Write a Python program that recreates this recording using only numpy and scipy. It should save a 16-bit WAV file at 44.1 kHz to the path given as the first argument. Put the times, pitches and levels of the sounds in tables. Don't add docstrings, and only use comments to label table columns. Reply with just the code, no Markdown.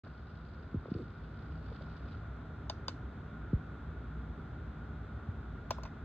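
import sys
import numpy as np
from scipy import signal
from scipy.fft import rfft, irfft, next_fast_len
from scipy.io import wavfile

SR = 44100
rng = np.random.default_rng(int(sys.argv[2]) if len(sys.argv) > 2 else 0)


def wrap_up_sound(samples):
    columns = np.atleast_2d(samples).T
    tamed = np.clip(columns, -1, 1)
    steps = np.round(tamed * 32767).astype(np.int16)
    wavfile.write(sys.argv[1], SR, steps)


N = 266584
TIME_S = np.arange(N) / SR

# [f/Hz, side minus mid/dB]
WIDTH = [(60, -45), (87, -35.5), (130, -31), (180, -24), (260, -19.5), (380, -12), (550, -8), (790, -3.5),
         (1140, -7), (1650, -14.5), (2380, -1.5), (3440, -9), (4970, 7.5), (7180, -0.5), (10400, -3),
         (15000, 0)]

# [f/Hz, density/dB]
RUMBLE_SPECTRUM = [(12, -69.5), (20, -36), (27, -29), (29, -15.5), (36, -14.5), (60, 3.5), (102, -0.5),
                   (124, -3.5), (157, -6), (183, -17), (203, -11), (247, -9.5), (450, -22.5), (580, -60),
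                   (990, -120)]
# [t/s, level/dB]
RUMBLE_LEVEL = [(0, -49), (1.2, -47.5), (1.5, -44.5), (2.4, -46), (2.95, -44), (3.35, -45), (4.2, -44.5),
                (4.8, -45), (5.4, -45), (6, -45.5)]
# [f/Hz, density/dB]
AIR_SPECTRUM = [(240, -20), (400, -2), (520, -6.5), (708, -6), (921, -10), (1220, -6), (1440, -3),
                (1650, -12), (2220, -21), (2970, -27), (3530, -23), (5190, -43), (6800, -44), (11800, -61),
                (13900, -52.5), (16000, -63)]
# (full level/dB, how much lower it starts/dB, time to full level/s)
AIR_LEVEL = (-55.5, 3.3, 1.92)
# [f/Hz, half-width at half gain/Hz, median level/dB rms]
HUM = [(59.34, 1.7, -52), (158.7, 6.5, -54.5), (214.8, 17, -59), (1420, 40, -64)]

# [t/s, level/dB, centre f/Hz]
GRAZES = [(0.0642, -44, 640), (0.07, -50, 1450), (0.8556, -44.5, 1000), (1.8075, -51, 800),
          (1.869, -49, 950), (5.855, -51.5, 2400)]
# [middle t/s, length/s, level/dB]
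MOVES = [(0.304, 1, -74), (0.967, 0.12, -72), (1.27, 0.28, -77), (1.805, 0.5, -70), (2.116, 0.084, -75)]
# [f/Hz, density/dB]
RUSTLE_SPECTRUM = [(1500, -12.5), (2500, 5.5), (3800, 8.5), (4800, 3), (5600, -11.5), (8000, -25.5),
                   (12000, -55)]
# [t/s, level/dB, starting f/Hz, length/s]
BUMPS = [(0.7418, -25, 558, 0.013), (0.754, -33.5, 476, 0.0068), (0.76, -27, 217, 0.026),
         (0.855, -36, 706, 0.0055), (0.88, -42, 597, 0.012), (0.9146, -22, 470, 0.0087),
         (0.948, -31, 575, 0.0074), (0.952, -26, 267, 0.013), (0.96, -34, 575, 0.0071),
         (0.98, -35, 393, 0.0077), (0.985, -42.5, 580, 0.011), (0.993, -39.5, 560, 0.008),
         (1.004, -37, 370, 0.017), (1.02, -37.5, 173, 0.035), (1.714, -44.5, 643, 0.009),
         (1.807, -42.5, 800, 0.007), (3.5293, -21, 554, 0.031), (5.281, -24.5, 251, 0.013)]
FIRM_GROWTH, FIRM_DB, GROWTH_POWER = 0.58, -26, 0.86
# [f/Hz, density/dB]
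DRAG_SPECTRUM = [(65, -30), (110, -2), (237, -4), (343, -2.5), (470, -4), (600, -24), (700, -34),
                 (910, -52), (2000, -59), (7000, -58), (9700, -63), (11000, -90)]
DRAG_START_S, DRAG_ATTACK_S, DRAG_HOLD_S, DRAG_T60_S, DRAG_DB = 0.95, 0.018, 0.074, 0.12, -45.5

UPPER_KEY, LOWER_KEY, SPRING_BACK = 0, 1, 2
# [t/s, key, shell thock/dB, its tilt/dB per octave, snap/dB, its tilt/dB per octave]
PRESSES = [(2.697, UPPER_KEY, -31, 0, -41, 1.5), (2.8816, LOWER_KEY, -29, 2, -37, -0.5),
           (2.894, LOWER_KEY, -44, 0, -58, 2)]
PRESS_RING_DB, PRESS_TICK_DB = 10.5, 0
# [t/s, shell thock/dB, its tilt/dB per octave, snap/dB, its tilt/dB per octave, top tick/dB]
RELEASES = [(5.7065, -23, -0.5, -33.5, 0, -24), (5.7832, -38, -1, -65, -9, -44),
            (5.8335, -43, -2, -50, 2.5, -44)]
RELEASE_RING_DB = -4.5
# [t/s, shell thock/dB, snap/dB]
RATTLE = [(5.8515, -43, -48), (5.855, -47, -55), (5.858, -43, -57), (5.8625, -57, -50), (5.874, -60, -57)]
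RATTLE_TILT_DB_PER_OCT, RATTLE_SNAP_TILT_DB_PER_OCT = 5.5, -9
RATTLE_RING_DB, RATTLE_TICK_DB = -13, -7

# [f/Hz, t60/s, left minus right/dB,
#                      level/dB struck by upper key, by lower key, by a key springing back]
SHELL_MODES = [(153, 0.052, -3, -25, -25, -19), (363, 0.038, 3, -17, -20, -17),
               (519, 0.053, 2, -19.5, -9.5, -13), (606, 0.044, -1, -6, -16, -8.5),
               (675, 0.058, 4.5, -6, -14, -8.5), (840, 0.042, 0.5, -4, -13, -9.5),
               (1030, 0.031, 0, -1, -3.5, 1), (1230, 0.013, -8, -21, -11, -23),
               (1495, 0.055, 5, -20, -11.5, -23), (1690, 0.036, 2, -15, -22, -24),
               (2580, 0.027, 4.5, -30, -23, -20)]
SWITCH_MODES = [(2990, 0.015, 8, -5.5, -8, -3), (3650, 0.023, 0, -9, -6.5, -3.5),
                (4420, 0.034, 6, -20, -14, 0), (4560, 0.024, -2, -3, -4.5, -1),
                (4810, 0.014, 7.5, -3, -2.5, -11), (5350, 0.03, -7, -25, -16, -15),
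                (5720, 0.022, 2, -12, -13, 4), (6370, 0.011, 3, -8, -13.5, -16),
                (6920, 0.013, 1, -21, -14, 2), (7440, 0.011, 0, -22, -17, -11),
                (8450, 0.011, -1, -30, -29, -16)]
SHELL_PIVOT_HZ, SWITCH_PIVOT_HZ = 1010, 4600
# [f/Hz, density/dB]
KNOCK_SPECTRUM = [(120, 0), (250, 9), (400, 1.5), (560, 3), (800, 4.5), (1100, 10.5), (1500, -8),
                  (2200, -7), (4000, -50)]
# [f/Hz, density/dB]
CRACK_SPECTRUM = [(400, -25), (900, 1.5), (2000, 0), (2600, 5.5), (3300, -4), (3680, 2.5), (4080, -3),
                  (4550, 4), (5250, -17), (5780, -2), (6150, -9), (7050, -15.5), (7700, -19), (8500, -29.5),
                  (9500, -37), (16000, -48)]
# [f/Hz, density/dB]
TICK_SPECTRUM = [(7500, -41), (9500, -14), (10800, -8), (12800, -15), (14400, 5), (15500, 4), (16500, -14)]
# [f/Hz, density/dB]
RADIATED_SPECTRUM = [(400, -20), (900, 0), (2000, -4), (2700, -2), (3700, 0.5), (4500, 1), (5200, -3),
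                     (5900, -2), (7400, -10), (8300, -17), (9500, -36), (16000, -55)]

# [f/Hz, left lead/rad]
STEREO_PHASE = [(200, -2), (600, 0.5), (800, 0.7), (1030, 0.92), (1250, 0.5), (2300, 1), (3000, 0.8),
                (3700, 0.5), (4200, 1.5), (4650, 3), (5000, 4.5), (5600, 3), (6200, 5), (8000, 5.4),
                (15000, 5)]
ROOM_T60_S, ROOM_DB = 0.32, -15.5
RING_SEND_DB = -14
CUTOFF_HZ = 16200


def from_db(db):
    return 10 ** (np.asarray(db) / 20)


def rms_one(x):
    return x / np.sqrt(np.mean(x ** 2) + 1e-20)


def at_hz(points, hz):
    known_hz, values = np.transpose(points)
    return np.interp(np.log(hz + 1), np.log(known_hz + 1), values)


def tilted(spectrum, tilt_db_per_oct, pivot_hz):
    return [(hz, db + tilt_db_per_oct * np.log2(hz / pivot_hz), *rest) for hz, db, *rest in spectrum]


def noise(gain_at, side_db, count=N):
    size = next_fast_len(count)
    hz = np.fft.rfftfreq(size, 1 / SR)
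    mid, side = rfft(rng.standard_normal((2, size))) * gain_at(hz)
    side = side * from_db(at_hz(WIDTH, hz) + side_db)
    return rms_one(irfft([mid + side, mid - side], size)[:, :count])


def coloured(spectrum, side_db, count=N):
    return noise(lambda hz: from_db(at_hz(spectrum, hz)), side_db, count)


def since(start_s, size=8192):
    start = int(start_s * SR)
    span = slice(start, min(start + size, N))
    return span, TIME_S[span] - TIME_S[start]


def burst(start_s, level_db, spectrum, t60_s, onset_s, side_db):
    span, age_s = since(start_s)
    envelope = (1 - np.exp(-age_s / onset_s)) * from_db(-60 * age_s / t60_s)
    wave = envelope * coloured(spectrum, side_db, len(age_s))
    out = np.zeros((2, N))
    out[:, span] = from_db(level_db) * np.sqrt(np.mean(envelope ** 2)) * rms_one(wave)
    return out


def settling(full_db, lower_db, rise_s):
    return full_db - lower_db * np.clip(1 - TIME_S / rise_s, 0, 1)


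def ventilation():
    rumble_db = np.interp(TIME_S, *np.transpose(RUMBLE_LEVEL))
    air_db = settling(*AIR_LEVEL)
    out = from_db(rumble_db) * coloured(RUMBLE_SPECTRUM, side_db=-3.5)
    out += from_db(air_db) * coloured(AIR_SPECTRUM, side_db=-1.0)
    rumble_top_hz = RUMBLE_SPECTRUM[-1][0]
    for centre_hz, half_width_hz, level_db in HUM:
        flow_db = rumble_db if centre_hz < rumble_top_hz else air_db
        resonance = noise(lambda hz: 1 / (1 + ((hz - centre_hz) / half_width_hz) ** 2), side_db=2.0)
        out += from_db(level_db + flow_db - np.median(flow_db)) * resonance
    return out


def grazes(t60_s=0.021, onset_s=0.00081, skirt_db=-17):
    out = np.zeros((2, N))
    for start_s, level_db, hz in GRAZES:
        band = [(hz / 4, 3 * skirt_db), (hz / 2, skirt_db), (hz, 0),
                (hz * 2, skirt_db), (hz * 8, 5 * skirt_db)]
        out += burst(start_s, level_db, band, t60_s, onset_s, side_db=-7.0)
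    return out


def rustle(slips_per_s=70, slip_s=0.0015, slip_db=5.5):
    slips = (rng.random(N) < slips_per_s / SR) * rng.uniform(0.43, 1, N)
    slip_age = TIME_S[:SR // 20] / slip_s
    slip_pulse = slip_age * np.exp(1 - slip_age)
    grain = 1 + from_db(slip_db) * signal.fftconvolve(slips, slip_pulse)[:N]
    moving = sum(from_db(level_db) * np.exp(-2 * ((TIME_S - middle_s) / length_s) ** 2)
                 for middle_s, length_s, level_db in MOVES)
    return moving * coloured(RUSTLE_SPECTRUM, side_db=-2.0) * rms_one(grain)


def bumps(swell_cycles=1.04, softness=1.07):
    out = np.zeros(N)
    for start_s, level_db, start_hz, length_s in BUMPS:
        span, age_s = since(start_s)
        growth = FIRM_GROWTH * from_db(GROWTH_POWER * min(level_db - FIRM_DB, 0))
        cycles = np.log1p(growth * start_hz * age_s) / growth
        swell = 1 - np.exp(-(cycles / swell_cycles) ** 2)
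        decay = np.exp(-(age_s / length_s) ** 3)
        wave = swell * decay * np.sin(2 * np.pi * cycles)
        skin = signal.butter(6, softness * start_hz, fs=SR, output="sos")
        out[span] += from_db(level_db) * signal.sosfilt(skin, wave)
    return out


def skin_drag():
    age_s = TIME_S - DRAG_START_S
    attack = np.clip(age_s / DRAG_ATTACK_S, 0, 1)
    level_db = DRAG_DB - 60 * np.maximum(age_s - DRAG_HOLD_S, 0) / DRAG_T60_S
    return attack * from_db(level_db) * coloured(DRAG_SPECTRUM, side_db=-5.0)


def clicks():
    presses = [(s, key, thock, tilt, snap, snap_tilt, snap + PRESS_RING_DB, snap + PRESS_TICK_DB)
               for s, key, thock, tilt, snap, snap_tilt in PRESSES]
    releases = [(s, SPRING_BACK, thock, tilt, snap, snap_tilt, snap + RELEASE_RING_DB, tick)
                for s, thock, tilt, snap, snap_tilt, tick in RELEASES]
    rattle = [(s, SPRING_BACK, thock, RATTLE_TILT_DB_PER_OCT, snap, RATTLE_SNAP_TILT_DB_PER_OCT,
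               snap + RATTLE_RING_DB, snap + RATTLE_TICK_DB)
              for s, thock, snap in RATTLE]
    return presses + releases + rattle


def struck(modes, key):
    return [(hz, levels[key], t60_s, pan_db) for hz, t60_s, pan_db, *levels in modes]


def ring(modes, start_s, strike_db, rise_s, scatter_db):
    out = np.zeros((2, N))
    hz, mode_db, t60_s, pan_db = np.transpose(modes)[:, :, None]
    signs = (-1) ** np.arange(len(hz))[:, None]
    span, age_s = since(start_s)
    strength_db = mode_db + strike_db - scatter_db * rng.standard_normal(hz.shape)
    level_db = strength_db - 60 * age_s / t60_s
    swell = 1 - np.exp(-(age_s / rise_s) ** 2)
    waves = signs * from_db(level_db) * np.sin(2 * np.pi * hz * age_s) * swell
    out[:, span] = [np.sum(waves * from_db(side * pan_db / 2), axis=0) for side in (1, -1)]
    return out


def body_rings():
    out = np.zeros((2, N))
    for s, key, thock_db, thock_tilt, snap_db, snap_tilt, ring_db, tick_db in clicks():
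        shell = tilted(struck(SHELL_MODES, key), thock_tilt, SHELL_PIVOT_HZ)
        switch = tilted(struck(SWITCH_MODES, key), snap_tilt, SWITCH_PIVOT_HZ)
        out += ring(shell, s, thock_db, rise_s=0.00084, scatter_db=0.0)
        out += ring(switch, s, ring_db, rise_s=0.0008, scatter_db=2.0)
    return out


def shell_knock(knock_db=-17, t60_s=0.039, onset_s=0.0011):
    out = np.zeros((2, N))
    for s, key, thock_db, tilt, *_ in clicks():
        spectrum = tilted(KNOCK_SPECTRUM, tilt, SHELL_PIVOT_HZ)
        out += burst(s, thock_db + knock_db, spectrum, t60_s, onset_s, side_db=-12.0)
    return out


def switch_crack(crack_db=-4, crack_t60_s=0.048, top_db=-22, top_t60_s=0.018, onset_s=0.00026):
    out = np.zeros((2, N))
    for s, key, thock_db, thock_tilt, snap_db, snap_tilt, ring_db, tick_db in clicks():
        spectrum = tilted(CRACK_SPECTRUM, snap_tilt, SWITCH_PIVOT_HZ)
        out += burst(s, snap_db + crack_db, spectrum, crack_t60_s, onset_s, side_db=-12.0)
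        out += burst(s, tick_db + top_db, TICK_SPECTRUM, top_t60_s, onset_s, side_db=-9.0)
    return out


def radiated(level_db=-1, t60_s=0.034, onset_s=0.0004):
    out = np.zeros((2, N))
    for s, key, thock_db, thock_tilt, snap_db, snap_tilt, *_ in clicks():
        spectrum = tilted(RADIATED_SPECTRUM, snap_tilt, SWITCH_PIVOT_HZ)
        out += burst(s, snap_db + level_db, spectrum, t60_s, onset_s, side_db=-20.0)
    return out


def stereo_phase(x):
    size = next_fast_len(N)
    phase = at_hz(STEREO_PHASE, np.fft.rfftfreq(size, 1 / SR))
    shift = np.exp(1j * np.outer([1, -1], phase) / 2)
    return irfft(rfft(x, size) * shift, size)[:, :N]


def room(x, early_db=-13, early_t60_s=0.15, gap_s=0.0058, low_hz=900, high_hz=9000):
    age_s = TIME_S[:SR // 2]
    early, late = rng.standard_normal((2, 2, len(age_s))) * (age_s > gap_s)
    early = rms_one(early * from_db(-60 * age_s / early_t60_s))
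    late = rms_one(late * from_db(-60 * age_s / ROOM_T60_S))
    response = (from_db(early_db) * early + from_db(ROOM_DB) * late) / np.sqrt(len(age_s))
    band = signal.butter(1, [low_hz, high_hz], "band", fs=SR, output="sos")
    return signal.fftconvolve(x, signal.sosfilt(band, response), axes=1)[:, :N]


def scene():
    rings = body_rings() + shell_knock() + grazes()
    reflections = room(from_db(RING_SEND_DB) * rings + radiated())
    direct = stereo_phase(rings + switch_crack())
    background = ventilation()
    handling = bumps() + skin_drag() + rustle()
    return background + handling + direct + reflections


def record(dry, low_cut_hz=35):
    fade_in = np.clip((TIME_S - 0.035) / 0.004, 0, 1)
    low_cut = signal.butter(2, low_cut_hz, "high", fs=SR, output="sos")
    top_cut = signal.ellip(10, 0.1, 80, CUTOFF_HZ, fs=SR, output="sos")
    return signal.sosfilt(top_cut, signal.sosfilt(low_cut, dry * fade_in))


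dry = scene()
out = record(dry)
wrap_up_sound(out)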